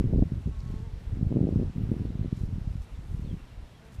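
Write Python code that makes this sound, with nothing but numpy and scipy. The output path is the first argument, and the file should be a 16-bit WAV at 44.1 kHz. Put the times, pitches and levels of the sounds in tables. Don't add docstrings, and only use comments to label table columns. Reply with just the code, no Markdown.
import sys
import numpy as np
from scipy import signal
from scipy.io import wavfile
from scipy.ndimage import uniform_filter1d

SR = 44100
rng = np.random.default_rng(int(sys.argv[2]) if len(sys.argv) > 2 else 0)


def store_pcm(level_fs):
    pcm = np.round(np.clip(level_fs, -1, 1) * 32767).astype(np.int16)
    wavfile.write(sys.argv[1], SR, np.atleast_2d(pcm).T)


def voltage_ratio(decibels):
    exponent = np.asarray(decibels, float) / 20
    return 10 ** exponent


N = 176400


def lowpass_or_band(x, edge_hz, kind):
    return signal.sosfilt(signal.butter(2, edge_hz, kind, fs=SR, output="sos"), x)


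def drift(rate_hz):
    pole = np.exp(-80 * np.pi * rate_hz / SR)
    slow = signal.lfilter([1], [1, -2 * pole, pole * pole], rng.standard_normal(N // 40 + 2002))[2000:]
    return np.interp(np.arange(N) / 40, np.arange(len(slow)), slow / slow.std())


# [t/s, level/dB, eddy width/ms]
GUSTS = [(0, -29, 3), (.1, -23.5, 2.8), (0.226, -23, 1.3), (0.259, -33.5, 2.1), (.48, -25, 3.2),
         (.72, -33, 4), (1.0, -37.5, 3.8), (1.119, -30.5, 2.8), (1.42, -24.5, 1.1), (1.66, -25, 2.55),
         (2.12, -29, 2.2), (2.56, -32, 2.9), (2.9, -39.5, 5.14), (3.33, -28.5, 2.4), (3.45, -60, 1.6),
         (3.6, -36.5, 6.8), (3.7, -55.5, 4.3), (4.0, -48.5, 2.7)]
# [t/s, width/s, depth/dB]
LULLS = [
    (0.427, 0.02, 15),
    (0.562, 0.047, 10),
    (1.02, 0.034, 8.5),
    (1.722, 0.022, 21),
    (2.304, 0.0065, 26),
    (2.36, 0.019, 13),
    (2.86, 0.034, 14),
    (3.14, 0.012, 1.5),
]


def gust_db(t):
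    s, db, _ = np.transpose(GUSTS)
    dips = sum(depth_db * np.exp(-((t - at) / width) ** 2 / 2) for at, width, depth_db in LULLS)
    return np.interp(t, s, db) - dips


def add_eddy(out, s, db, width_ms, sign):
    suction, lag, wider = .62, 1.3 * 2.355, 1.5
    w = width_ms * SR / 2355
    i = np.arange(max(int(s * SR - 5 * w), 0), min(int(s * SR + 16 * w), len(out)))
    u = (i - s * SR) / w
    push = np.exp(-u ** 2 / 2)
    pull = suction * np.exp(-((u - lag) / wider) ** 2 / 2)
    out[i] += sign * voltage_ratio(db) * (push - pull)


# [t/s, peak level/dB,
# width/ms]
EDDIES = [(0.009, -12.5, 1.58), (0.042, -16, 1.55), (0.142, -14.5, 4.4), (0.176, -13, 3.2),
          (0.224, -5, 1.89), (0.321, -16.5, 2.07), (0.474, -20.5, 1.9), (0.763, -24, 3.6),
          (1.229, -12, 2.27), (1.267, -13, 3.15), (1.317, -17, 1.4), (1.37, -11, 1.28), (1.413, -9, 1.94),
          (1.452, -15, 1.75), (1.49, -14.5, 1.15), (1.526, -17.5, 1.37), (1.56, -10, 1.82),
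          (1.599, -17.5, 1.27), (1.631, -20, 1.23), (1.836, -15.5, 3), (1.917, -11, 1.61),
          (2.213, -17.5, 3), (2.247, -22.5, 1.46), (2.328, -13.5, 1.9), (2.436, -17, 2.6), (2.675, -18, 3),
          (3.195, -26, 1.9), (3.329, -21.5, 3.1), (3.988, -25.5, 5),
          (0.058, -16.5, 2.1), (0.128, -24.5, 1.6), (0.16, -13.5, 1.7), (0.193, -15, 1.2),
         (0.336, -20, 2.96), (0.461, -19, 2.74), (0.741, -24, 1.8), (0.828, -25, 3.8), (1.213, -19, 1.9),
         (1.3248, -24, 0.79), (1.342, -20, 1.5), (1.386, -19, 1.52), (1.43, -15.5, 1.54),
         (1.471, -16.5, 1.13), (1.579, -20, 2.4), (1.614, -18, 1.54), (1.675, -26, 2.8), (1.819, -21, 1.9),
         (1.899, -25, 2), (1.941, -25, 1.1), (1.966, -21.5, 1.8), (1.998, -27, 1.3), (2.032, -28, 2.1),
         (2.154, -20, 2.3), (2.447, -24, 9.5), (2.489, -25, 2.3), (2.527, -23, 2.5), (2.992, -29, 2.7),
         (3.113, -24, 4.2), (3.276, -27, 2.7), (3.341, -23, 1.94),
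          (0.05, -18, 2.45), (0.148, -18.7, 1.3), (0.2, -15.9, 13.5), (0.234, -20.5, 1.2),
           (0.479, -25, 1.67), (0.487, -25, 1.77), (0.492, -25, 5.1), (0.662, -25, 2.8),
           (0.679, -28.5, 2.7), (0.694, -26, 4.9), (0.703, -26, 2.04), (0.717, -26, 6.2), (0.728, -26, 3.7),
           (0.803, -27, 2.3), (1.115, -25, 8), (1.128, -17.5, 3.8), (1.138, -23.5, 3), (1.258, -22, 6.1),
           (1.308, -22.3, 1.45), (1.324, -20, 1.8), (1.354, -18, 1.9), (1.361, -12, 1.36),
           (1.377, -19, 1.5), (1.391, -18.5, 1.2), (1.406, -19.5, 1.1), (1.436, -24, 2.4),
           (1.441, -13, 1.34), (1.51, -21.6, 2.5), (1.566, -20, 4.6), (1.594, -20, 1.34), (1.623, -19, 1.4),
           (1.641, -21, 4.1), (1.799, -31, 3.7), (1.809, -23.5, 1.8), (1.855, -27.5, 5.7),
           (1.891, -22.5, 1.9), (1.926, -18.5, 1.66), (2.007, -22, 2), (2.018, -20, 1.8), (2.051, -22, 2.6),
           (2.054, -21, 1.31), (2.069, -26, 2.2), (2.087, -28, 2.4), (2.104, -22.5, 1.9), (2.167, -33, 7.8),
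           (2.194, -19, 2.1), (2.259, -20.5, 1.8), (2.376, -24.5, 2.6), (2.536, -20, 3.4),
           (2.559, -23.5, 3.0), (2.563, -28, 3), (2.583, -21, 2.4), (2.756, -22, 2.6), (2.979, -28.3, 5.7),
           (3.171, -23.5, 8), (3.24, -28, 4.8), (3.248, -24, 2.5), (3.291, -31, 4.4), (3.336, -32, 2.5),
           (3.347, -30, 2.9)]
# [t/s, peak level/dB, width/ms]
TWIN = (.2275, -14, 1.5)
# [t/s, peak level/dB, width/ms]
PULLS = [(0.071, -16.5, 3.2), (0.128, -12, 1.7), (.134, -16, 1.8), (.136, -17, 1.08), (.184, -17, 1.3),
         (.187, -14.5, 2.3), (0.21, -16, 6.3), (.935, -23.5, 4.5), (1.072, -21.5, 5.9), (1.572, -18, 2.5),
         (1.589, -18.5, 1.53), (1.681, -24, 3.6), (2.706, -22, 4.4), (2.803, -24.5, 5.7),
         (3.423, -33.5, 9.1)]


def wind():
    lead_s, eddy_count = .25, 460
    out = np.zeros(N + SR // 2)
    s, _, ms = np.transpose(GUSTS)
    pushes = EDDIES + [TWIN]
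    for k, (late, size, wide, push) in enumerate(rng.random((eddy_count, 4))):
        t = (k + 2 * late) * (N / SR) / eddy_count
        level_db = gust_db(t) + 2.5 - 5.5 * (np.log(size + .06) + 1)
        nearest_s = min(abs(t - row[0]) for row in pushes + PULLS)
        level_db -= 12 * np.exp(-(nearest_s / .012) ** 2)
        width_ms = np.clip(np.interp(t, s, ms), .8, 8) * np.exp(.26 * (wide - .5) * 3.5)
        add_eddy(out, t + lead_s, level_db, width_ms, 1 if push < .7 else -1)
    for t, peak_db, width_ms in pushes:
        add_eddy(out, t + lead_s, peak_db, width_ms, 1)
    for t, peak_db, width_ms in PULLS:
        add_eddy(out, t + lead_s, peak_db, width_ms, -1)
    add_eddy(out, lead_s, -15, 3.0, -1)

    strength_db = gust_db(np.arange(len(out)) / SR - lead_s)
    swell = lowpass_or_band(rng.standard_normal(len(out)), 62.6, "low")
    out += swell / swell.std() * voltage_ratio(-8.5 + strength_db)
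    churn = lowpass_or_band(np.diff(swell, prepend=0), [137, 404], "band")
    out += churn / churn.std() * voltage_ratio(-39 + 1.79 * (strength_db + 23.5))
    out = lowpass_or_band(out, 25, "high")
    return out[int(lead_s * SR):][:N]


# [f/Hz, level/dB per Hz]
AIR = [(24, -21), (40, -3.5), (132, -1.5), (196, -7), (347, -15.5), (529, -17), (614, -18), (3240, -28),
       (15100, -47)]


def air():
    level_db, waver_db = -51.5, 0.87
    out, together = 0, drift(2.5)
    edges = 32 * 2 ** np.arange(0, 9.1, .5)
    white = rng.standard_normal((2, N))
    hz, db = np.transpose(AIR)
    for k, (low, high) in enumerate(zip(edges, edges[1:])):
        band = lowpass_or_band(white[k % 2], [low, high], "band")
        band_db = np.interp(np.log(low * high) / 2, np.log(hz), db)
        out = out + band * voltage_ratio(band_db + waver_db * (0.61 * together + drift(3.8)))
    return voltage_ratio(level_db) * out / out.std()


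# [f/Hz, rms level/dB]
WHINE = [(8781, -97), (11688, -97), (11719, -96), (14626, -99)]


def whine():
    t = np.arange(N) / SR
    return sum(2 ** .5 * voltage_ratio(db) * np.sin(2 * np.pi * hz * t) for hz, db in WHINE)


# [t/s, wingbeat f/Hz, buzz level/dB, brightest multiple of the wingbeat, hum level/dB]
BEE_NEAR = [(.49, 222, -85, 5, -85), (.53, 221, -63, 5.1, -72), (.615, 214, -69, 4.7, -68),
            (.67, 221, -62, 4.9, -68), (.72, 213, -64, 4.9, -59), (.78, 218, -59.5, 4.35, -51),
            (.82, 221, -66, 4.2, -54), (.855, 229, -60, 4, -55), (.9, 216, -70, 4, -60),
            (1.0, 233, -74, 4, -61), (1.12, 224, -74, 4, -63), (1.2, 226, -88, 4, -75)]
# [t/s, wingbeat f/Hz, buzz level/dB, brightest multiple of the wingbeat, hum level/dB]
BEE_FAR = [
    (3.8, 221, -86.5, 3.5, -84),
    (3.84, 221.3, -61.5, 3.2, -59),
    (3.91, 222, -66, 3.4, -61.5),
    (3.97, 225, -94, 3.4, -94),
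]


def bee(path):
    s, *columns = np.transpose(path)
    t = np.arange(N) / SR
    hz, buzz_db, bright, hum_db = [np.interp(t, s, c) for c in columns]
    jitter, swim_db = .005, 1.2
    phase = 2 * np.pi * np.cumsum(hz * (1 + jitter * drift(24.2))) / SR
    tone = voltage_ratio(hum_db) * (voltage_ratio(-4) * np.sin(phase) + voltage_ratio(swim_db * drift(6.7)) * np.sin(2 * phase))
    for k in range(3, 10):
        share = voltage_ratio(-14 * (k - bright) ** 2) + voltage_ratio(-13)
        tone += voltage_ratio(buzz_db + swim_db * drift(9)) * share * np.sin(k * phase)
    return tone * ((t > s[0]) & (t < s[-1]))


# [t/s, length/s, level/dB, brightness f/Hz]
RUSTLES = [
    (0.553, 0.29, -68.5, 3900),
    (1.818, 0.027, -76, 12000),
    (2.333, 0.146, -67, 5640),
    (2.806, 0.053, -67, 5830),
    (2.904, .05, -74, 9100),
    (3.028, 0.22, -72, 7500),
    (3.842, 0.047, -69.5, 6000),
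    (3.909, 0.061, -64.5, 5840),
]
TICK_HZ = [4450, 4860, 5350]


def leaves():
    crackles_per_s, spread_db = 800, 1.8
    grains = voltage_ratio(spread_db * np.minimum(rng.exponential(1, N), 5)) * rng.choice([-1, 1], N)
    grains = grains * (rng.random(N) < crackles_per_s / SR)
    out, t = np.zeros(N), np.arange(N) / SR
    for s, length, db, hz in RUSTLES:
        x = signal.lfilter(*signal.iirpeak(hz, 1, fs=SR), grains + 1e-18)
        arch = np.sin(np.pi * np.clip((t - s) / length, 0, 1))
        out += voltage_ratio(db) * x / x.std() * np.sqrt(np.clip(arch, 0, 1))
    tick_s, tick_db, fall_60db_s = .605, -53, .01
    since = np.maximum(t - tick_s, 0)
    ring = voltage_ratio(tick_db - 60 * since / fall_60db_s)
    return out + sum(ring * np.sin(2 * np.pi * hz * since) for hz in TICK_HZ)


# [t/s, length/s, start f/Hz, end f/Hz, level/dB]
NOTES = [(2.02, .045, 4050, 4400, -77), (2.17, .075, 3980, 4150, -77), (2.37, .07, 4050, 3900, -76),
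         (2.93, .05, 4050, 3250, -73), (3.07, .035, 3950, 3100, -75), (3.22, .04, 4500, 4200, -73.5),
         (3.255, .072, 3900, 3120, -68.5), (3.385, .03, 2800, 2650, -70), (3.505, .025, 2700, 2780, -70),
         (3.66, .042, 3800, 3100, -68), (3.738, .03, 3350, 3300, -72), (3.77, .03, 3250, 3120, -69),
         (3.97, .035, 2500, 2800, -67)]


def bird():
    edge_s, swell_db, bend = .008, 6, .75
    out = np.zeros(N + SR)
    for s, length, start_hz, end_hz, db in NOTES:
        t = np.arange(int(length * SR)) / SR
        edge = np.clip(np.minimum(t, length - t) / edge_s, 0, 1)
        hz = start_hz * (end_hz / start_hz) ** (t / length) ** bend
        note = np.sin(2 * np.pi * np.cumsum(hz) / SR)
        out[int(s * SR):][:len(t)] += voltage_ratio(db + 6.5 - swell_db * (1.0 - t / length)) * edge * note
    lag = int(.015 * SR)
    out[lag:] += voltage_ratio(-9) * out[:-lag]
    return out[:N] * voltage_ratio(3.0 * drift(45))


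def scene():
    return (wind() + air() + bee(BEE_NEAR) + bee(BEE_FAR) + bird() + leaves())[None]


def lose_treble(x):
    top_hz, cut_hz, frame = 12900, 15000, 1024
    lead = np.r_[x[frame:0:-1], x]
    top = signal.sosfiltfilt(signal.ellip(8, .3, 40, top_hz, "high", fs=SR, output="sos"), lead)
    cells = signal.stft(top, nperseg=2 * frame)[2]
    bins, frames = cells.shape
    luck = uniform_filter1d(rng.random(frames), size=2)
    rank = np.argsort(np.argsort(luck)) / frames
    frame_off = rank < np.linspace(.5, .08, frames)
    patch_off = np.repeat(rng.random((bins, frames)) < .42, 6, axis=0)[:bins]
    lost = (frame_off | patch_off) & (np.arange(frames) > 2)
    x = lead - signal.istft(cells * lost, nperseg=2 * frame)[1][:len(lead)]
    return signal.sosfilt(signal.ellip(8, .3, 45, cut_hz, fs=SR, output="sos"), x)[frame:]


def band_limit(x):
    return signal.sosfilt(signal.butter(12, 15240, fs=SR, output="sos"), x)


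def record(dry):
    limit = .38
    x = limit * np.tanh(dry[0] / limit) + whine()
    mix = lose_treble(x)[None]
    return band_limit(mix)


dry = scene()
out = record(dry)
store_pcm(out)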